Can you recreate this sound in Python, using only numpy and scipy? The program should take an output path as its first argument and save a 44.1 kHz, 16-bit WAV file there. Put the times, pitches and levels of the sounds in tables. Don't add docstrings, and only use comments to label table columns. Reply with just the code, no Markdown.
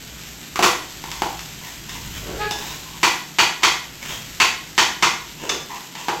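import sys
import numpy as np
from scipy import signal
from scipy.fft import rfft, irfft
from scipy.io import wavfile
from scipy.ndimage import uniform_filter1d, minimum_filter1d

SR = 44100
rng = np.random.default_rng(int(sys.argv[2]) if len(sys.argv) > 2 else 0)


def store_wav(level_fs):
    pcm = np.round(np.clip(np.atleast_2d(level_fs), -1, 1) * 32767)
    wavfile.write(sys.argv[1], SR, pcm.T.astype(np.int16))


N = 273420
T = np.arange(N) / SR

# time in seconds, distance from the pan in metres.
MIC_PATH = [(0, 0.43), (.6, 0.33), (1.5, 0.44), (1.9, 0.49), (2.4, 0.36), (3.2, 0.84), (3.75, 1.6),
            (4.2, 0.46), (4.6, 1.5), (5.4, 2.3), (6.2, 1.3)]
# start in seconds, length in seconds,
# relative level in dB, depth in the mash from 0 to 1, pitch of the edge's squeak in Hz.
LADLE_STROKES = [(1.065, 0.28, -38.5, .55, 3060), (1.611, 0.099, -35.5, 0.13, 1930),
                 (1.884, 0.18, -37.5, 0.3, 2800), (2.134, 0.063, -31, 0, 2990),
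                 (2.57, 0.19, -31, 0.05, 3720), (2.852, .1, -39, 0.66, 2700),
                 (3.622, 0.018, -19, .35, 4430), (4.016, 0.068, -31, 0, 2170),
                 (4.08, 0.085, -26.5, 0.01, 3160), (5.369, 0.2, -34.5, 0.12, 2740),
                 (5.696, 0.078, -29, 0.63, 1900), (5.948, 0.091, -33.5, 0.24, 2700)]
# frequency in Hz, width in Hz, level in dB.
STEEL_MODES = [(2630, 110, 5), (2900, 18, -13), (2885, 67, 10), (3510, 5.9, 22), (3466, 390, 3.5),
               (5077, 480, 10.5), (5400, 42, -22), (6340, 84, -3), (6070, 41, -42)]
# frequency in Hz, level in dB.
PAN_CRACK = [(300, -39.5), (650, -5), (1200, 0.5), (2200, 5.5), (3300, 0), (4500, 1.5), (7000, -31)]


def undb(db):
    return 10 ** (np.asarray(db) / 20)


def unit(x):
    return x / np.sqrt(np.sum(x ** 2))


def level(x, db=0):
    return x * undb(db) / np.sqrt(np.mean(x ** 2))


def along(points, hz):
    f, value = np.transpose(points)
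    return np.interp(np.log(hz + 1), np.log(f), value)


def colour(x, points, size=16384):
    hz = np.arange(size // 2 + 1) * SR / size
    cepstrum = irfft(np.log(undb(along(points, hz))))
    cepstrum[1:size // 2] *= 2
    cepstrum[size // 2 + 1:] = 0
    return signal.fftconvolve(x, irfft(np.exp(rfft(cepstrum))))[:len(x)]


def flatten(x, width_hz, size=32768):
    power = uniform_filter1d(np.abs(rfft(x, size)) ** 2, int(width_hz * size / SR) + 1)
    hz = 1 + np.arange(len(power)) * SR / size
    return unit(colour(x, np.c_[hz, -10 * np.log10(power + 1e-12)]))


def ring(x, modes, size=6000):
    hz, width, db = np.transpose(modes)[:, :, None]
    t = np.arange(size) / SR
    decays = undb(db) * width * np.exp(-np.pi * width * t)
    response = np.sum(decays * np.cos(2 * np.pi * hz * t), axis=0)
    response[0] /= 2
    return signal.fftconvolve(x, response)[:len(x)]


def drift(per_s):
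    knots = rng.standard_normal(N // 100)
    return np.interp(T * per_s, np.arange(len(knots)), knots)


def grains(n, per_s, spread_db):
    sizes = undb(spread_db * np.minimum(rng.exponential(size=n), 5))
    return (rng.random(n) < per_s / SR) * sizes * rng.choice([-1, 1], n)


def swell(length_s, size=16384):
    progress = np.minimum(np.arange(size) / SR / length_s, 1)
    return np.abs(np.sin(np.pi * progress ** 0.71)) ** 0.3


def add(out, start_s, x):
    i = int(start_s * SR)
    out[i:i + len(x)] += x[:N - i]


def mic_metres():
    return np.interp(T, *np.transpose(MIC_PATH))


def sizzle(db=-39, fall_db=1.08, flare_db=1, flare_s=0.1):
    # frequency in Hz, level in dB.
    burst_spectrum = [(400, -19), (900, -11.5), (1500, -3.5), (3000, -1), (5000, -4.5), (7500, -2.5),
                      (10500, -16), (13000, -7), (16000, -27)]
    ages = [np.maximum(T - start, 0) / flare_s for start, *_ in LADLE_STROKES]
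    flare = np.max([age * np.exp(1 - age) for age in ages], axis=0)
    frying_db = db - fall_db * np.log2(mic_metres()) + flare_db * flare
    bursts = level(colour(grains(N, per_s=6000, spread_db=4.95), burst_spectrum))
    return bursts * undb(frying_db + .5 * drift(7.8))


def burner(db=-47.5, flutter_db=4):
    # frequency in Hz, relative level in dB.
    flame_spectrum = [(20, -14), (35, -37), (50, -8.5), (65, -3), (85, -22), (115, -14.5), (160, -9.5),
                      (600, -43)]
    hum_tones = [(52, 3), (106, 0), (146, -2)]
    rumble = level(colour(rng.standard_normal(N), flame_spectrum), db=-2)
    hum = 0
    for hz, tone_db in hum_tones:
        gain = undb(tone_db + 2 * drift(23))
        hum += gain * np.sin(2 * np.pi * np.cumsum(hz + 2.08 * drift(4.6)) / SR)
    flutter = undb(db + flutter_db * drift(2.4))
    return (rumble + level(hum, db=-4)) * flutter / mic_metres()


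def room_tone():
    # frequency in Hz, level in dB.
    air_spectrum = [(60, -40), (110, -18), (150, 3), (200, -5.5), (330, -5.5), (550, -15), (900, -13.5),
                    (3000, -40)]
    return level(colour(rng.standard_normal(N), air_spectrum), db=-45)


def ladle_knocks(gain_db=21, square_hit_s=0.0029, bowl_width_hz=170, clank_width_hz=120, size=8192):
    # start in seconds, relative level in dB, cushion of mash from 0 to 1, steel ring in dB,
    # bowl pitch in Hz, lower and upper clank pitches in Hz, chatter decay time in seconds.
    hits = [(0.5584, -22.5, 0.66, -7, 1180, 1360, 2020, 0.0048),
            (0.592, -22, 0.97, -20, 754, 1330, 2080, 0.0025),
            (.626, -4.5, 0.56, -6, 1060, 1900, 2440, 0.0011),
            (.644, -13, 0.65, -23, 1124, 1400, 2010, 0.0038),
            (1.04, -34, 0.84, -26, 910, 1370, 1800, 0.0028),
            (1.116, -24.5, 0.22, -1.5, 950, 2140, 3260, 0.0011),
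            (1.2204, -23.5, 0.95, -26, 826, 1310, 2840, 0.0018),
            (1.3926, -28, .05, -2, 865, 1850, 4200, 0.0014), (1.8942, -29, .1, 2, 820, 1840, 3620, 0.0089),
            (2.509, -24, 0.65, 7, 840, 2800, 3660, 0.01),
            (3.031, -2.5, 0.45, -15, 1000, 1980, 2340, 0.0021),
            (3.386, 0.4, 0.29, -42, 960, 2420, 2830, 0.0022),
            (3.633, -0.9, 0.29, -12, 1100, 2130, 3135, 0.0042),
            (4.401, -0.7, 0.24, -23, 1080, 2200, 2590, 0.005),
            (4.779, -0.5, 0.32, -9.5, 984, 1800, 3040, 0.0029),
            (5.025, -3.5, 0.38, -7.5, 1046, 1260, 2110, 0.0046),
            (5.493, -14, 0.1, 0.5, 1190, 3500, 6070, .007),
            (5.953, -27.5, 0.39, -30, 940, 1930, 2930, 0.0041),
            (6.084, -22.5, 0.93, -37, 886, 1175, 1470, 0.01)]
    # frequency in Hz, width in Hz, level in dB.
    body_modes = [(1260, 350, 22), (1810, 650, -4), (2070, 73, -17), (2590, 510, -2), (3150, 180, -9),
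                  (3660, 240, -32), (4400, 390, 26.5)]
    thud_modes = [(140, 5.9, -18), (206, 24, -7.5), (357.7, 62, 1), (495, 76, -9), (705, 42, -18)]
    # frequency in Hz, level in dB.
    tick_spectrum = [(2500, 0), (4500, -3), (6000, 10), (7500, 5.5), (10000, -6), (13000, 3.5),
                     (16000, -59.5)]
    out, t = np.zeros(N), np.arange(size) / SR
    for start, db, cushion, steel_db, bowl_hz, low_hz, high_hz, chatter_s in hits:
        glance = chatter_s / square_hit_s
        landing = signal.unit_impulse(size) / max(glance, 1)
        bounces = unit(grains(size, per_s=5000, spread_db=4.14) * np.exp(-t / chatter_s))
        contact = flatten(landing + 1.53 * bounces, width_hz=116)
        pan = unit(unit(colour(contact, PAN_CRACK)) + undb(-4) * unit(ring(contact, body_modes)))
        thud = undb(-25 + 33 * cushion) * unit(ring(contact, thud_modes))
        bowl = undb(-14 + 30 * cushion) * unit(ring(contact, [(bowl_hz, bowl_width_hz, 0)]))
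        tick = undb(-9) * unit(colour(contact, tick_spectrum))
        steel = undb(steel_db) * unit(ring(contact, STEEL_MODES))
        pair = [(low_hz, clank_width_hz, 0), (high_hz, clank_width_hz, 2)]
        clank = undb(-8 + 4 * np.log2(glance)) * unit(ring(contact, pair))
        add(out, start, undb(db + gain_db) * (pan + thud + bowl + tick + steel + clank))
    return signal.sosfilt(signal.butter(2, 71, "high", fs=SR, output="sos"), out)


def pan_shifts():
    # start in seconds, length in seconds, level in dB.
    shifts = [(.592, .1, -27), (2.21, .09, -36), (2.28, .11, -32), (5.415, .06, -32), (5.485, .08, -30),
              (6.085, .05, -33)]
    # frequency in Hz, width in Hz, level in dB.
    grate_modes = [(294, 21, -9), (381, 160, 5.5), (458, 43, -25), (550, 39, -8), (720, 300, -22),
                   (1370, 320, -18)]
    out = np.zeros(N)
    for start, length, db in shifts:
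        push = swell(length)
        judder = grains(len(push), per_s=500, spread_db=2.6)
        add(out, start, push * level(ring(judder, grate_modes), db))
    return out


def ladle_strokes(edge_width_hz=190, bowl_hz=967, bowl_width_hz=280):
    out, bowl = np.zeros(N), [(bowl_hz, bowl_width_hz, 0)]
    for start, length, db, depth, edge_hz in LADLE_STROKES:
        push = swell(length)
        slips = grains(len(push), per_s=700, spread_db=3.2)
        steel = level(ring(slips, STEEL_MODES), db=-12)
        edge = level(ring(slips, [(edge_hz, edge_width_hz, 0)]), db=-7)
        # frequency in Hz, level in dB.
        hiss_spectrum = [(500, 2), (1300, 3), (2000, 5.5), (3200, 3), (4500, -9.5), (6500, 4),
                         (10000, -10.5), (16000, -5)]
        scrape = level(level(colour(slips, hiss_spectrum)) + steel + edge)
        hollow = level(ring(ring(slips, bowl), bowl))
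        add(out, start, undb(db) * push * (np.sqrt(1 - depth) * scrape + np.sqrt(depth) * hollow))
    return out


def pan_squeak(start_s=2.385, slip_hz=418.4, db=-19, jitter=0.015, flicker_db=3):
    # multiple of the slip rate, relative level in dB.
    partials = [(1, 4.5), (2, 5), (3, -4), (4, -0.5), (5, -17), (6, -6), (7, -20), (8, -31)]
    phase = 2 * np.pi * np.cumsum(slip_hz * (1 + jitter * drift(200))) / SR
    tone = sum(undb(partial_db + flicker_db * drift(60)) * np.sin(k * phase)
               for k, partial_db in partials)
    rasp = colour(rng.standard_normal(N), PAN_CRACK) * (1 + np.cos(phase))
    grip = np.interp(T, np.cumsum([start_s, .025, .025, .055]), [0, 1, 1, 0])
    return undb(db) * grip * (level(tone) + level(rasp, db=-10))


def distance_dulling(x, edge_hz=8500, at_1m_db=-4, fall_db=3.5):
    treble = signal.sosfiltfilt(signal.butter(2, edge_hz, "high", fs=SR, output="sos"), x)
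    treble_gain = undb(at_1m_db - fall_db * np.log2(mic_metres()))
    return x + (treble_gain - 1) * treble


def kitchen(x, tail_db=2, wall_db=-2, build_s=0.0041, wall_s=0.0044, size=32768):
    # band centre in Hz, seconds to fall by 60 dB.
    decay_times = [(150, .55), (400, .52), (1000, .45), (2800, .46), (7300, .44), (15000, .42)]
    t, hz = np.arange(size) / SR, np.arange(size // 2 + 1) * SR / size
    noise, tail = rfft(rng.standard_normal(size)), 0
    centres, t60s = np.transpose(decay_times)
    for share, t60 in zip(np.eye(len(centres)), t60s):
        band = irfft(noise * along(np.c_[centres, share], hz))
        tail += band * np.exp(-np.log(1000) * t / t60)
    tail = undb(tail_db) * unit(tail * (1 - np.exp(-t / build_s)))
    echoes = grains(size, per_s=1400, spread_db=0.3) * np.exp(-t / wall_s) * (t > .0015)
    response = signal.unit_impulse(size) + undb(wall_db) * unit(echoes) + tail
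    return signal.fftconvolve(x, flatten(response, width_hz=70.7))[:N]


def scene():
    frying = sizzle()
    background = burner() + room_tone()
    ladle = distance_dulling(ladle_knocks() + ladle_strokes())
    pan = pan_shifts() + pan_squeak()
    return (kitchen(ladle + pan + frying) + background)[None]


def record(dry, notch_hz=9300, notch_width_hz=2200, ceiling=0.81, hold_s=0.003, top_hz=16000):
    x = signal.lfilter(*signal.iirnotch(notch_hz, notch_hz / notch_width_hz, fs=SR), dry)
    hold = int(hold_s * SR) + 1
    needed_gain = ceiling / np.maximum(np.abs(x), ceiling)
    gain = uniform_filter1d(minimum_filter1d(needed_gain, hold), hold)
    return signal.sosfilt(signal.ellip(8, .2, 70, top_hz, fs=SR, output="sos"), x * gain)


dry = scene()
out = record(dry)
store_wav(out)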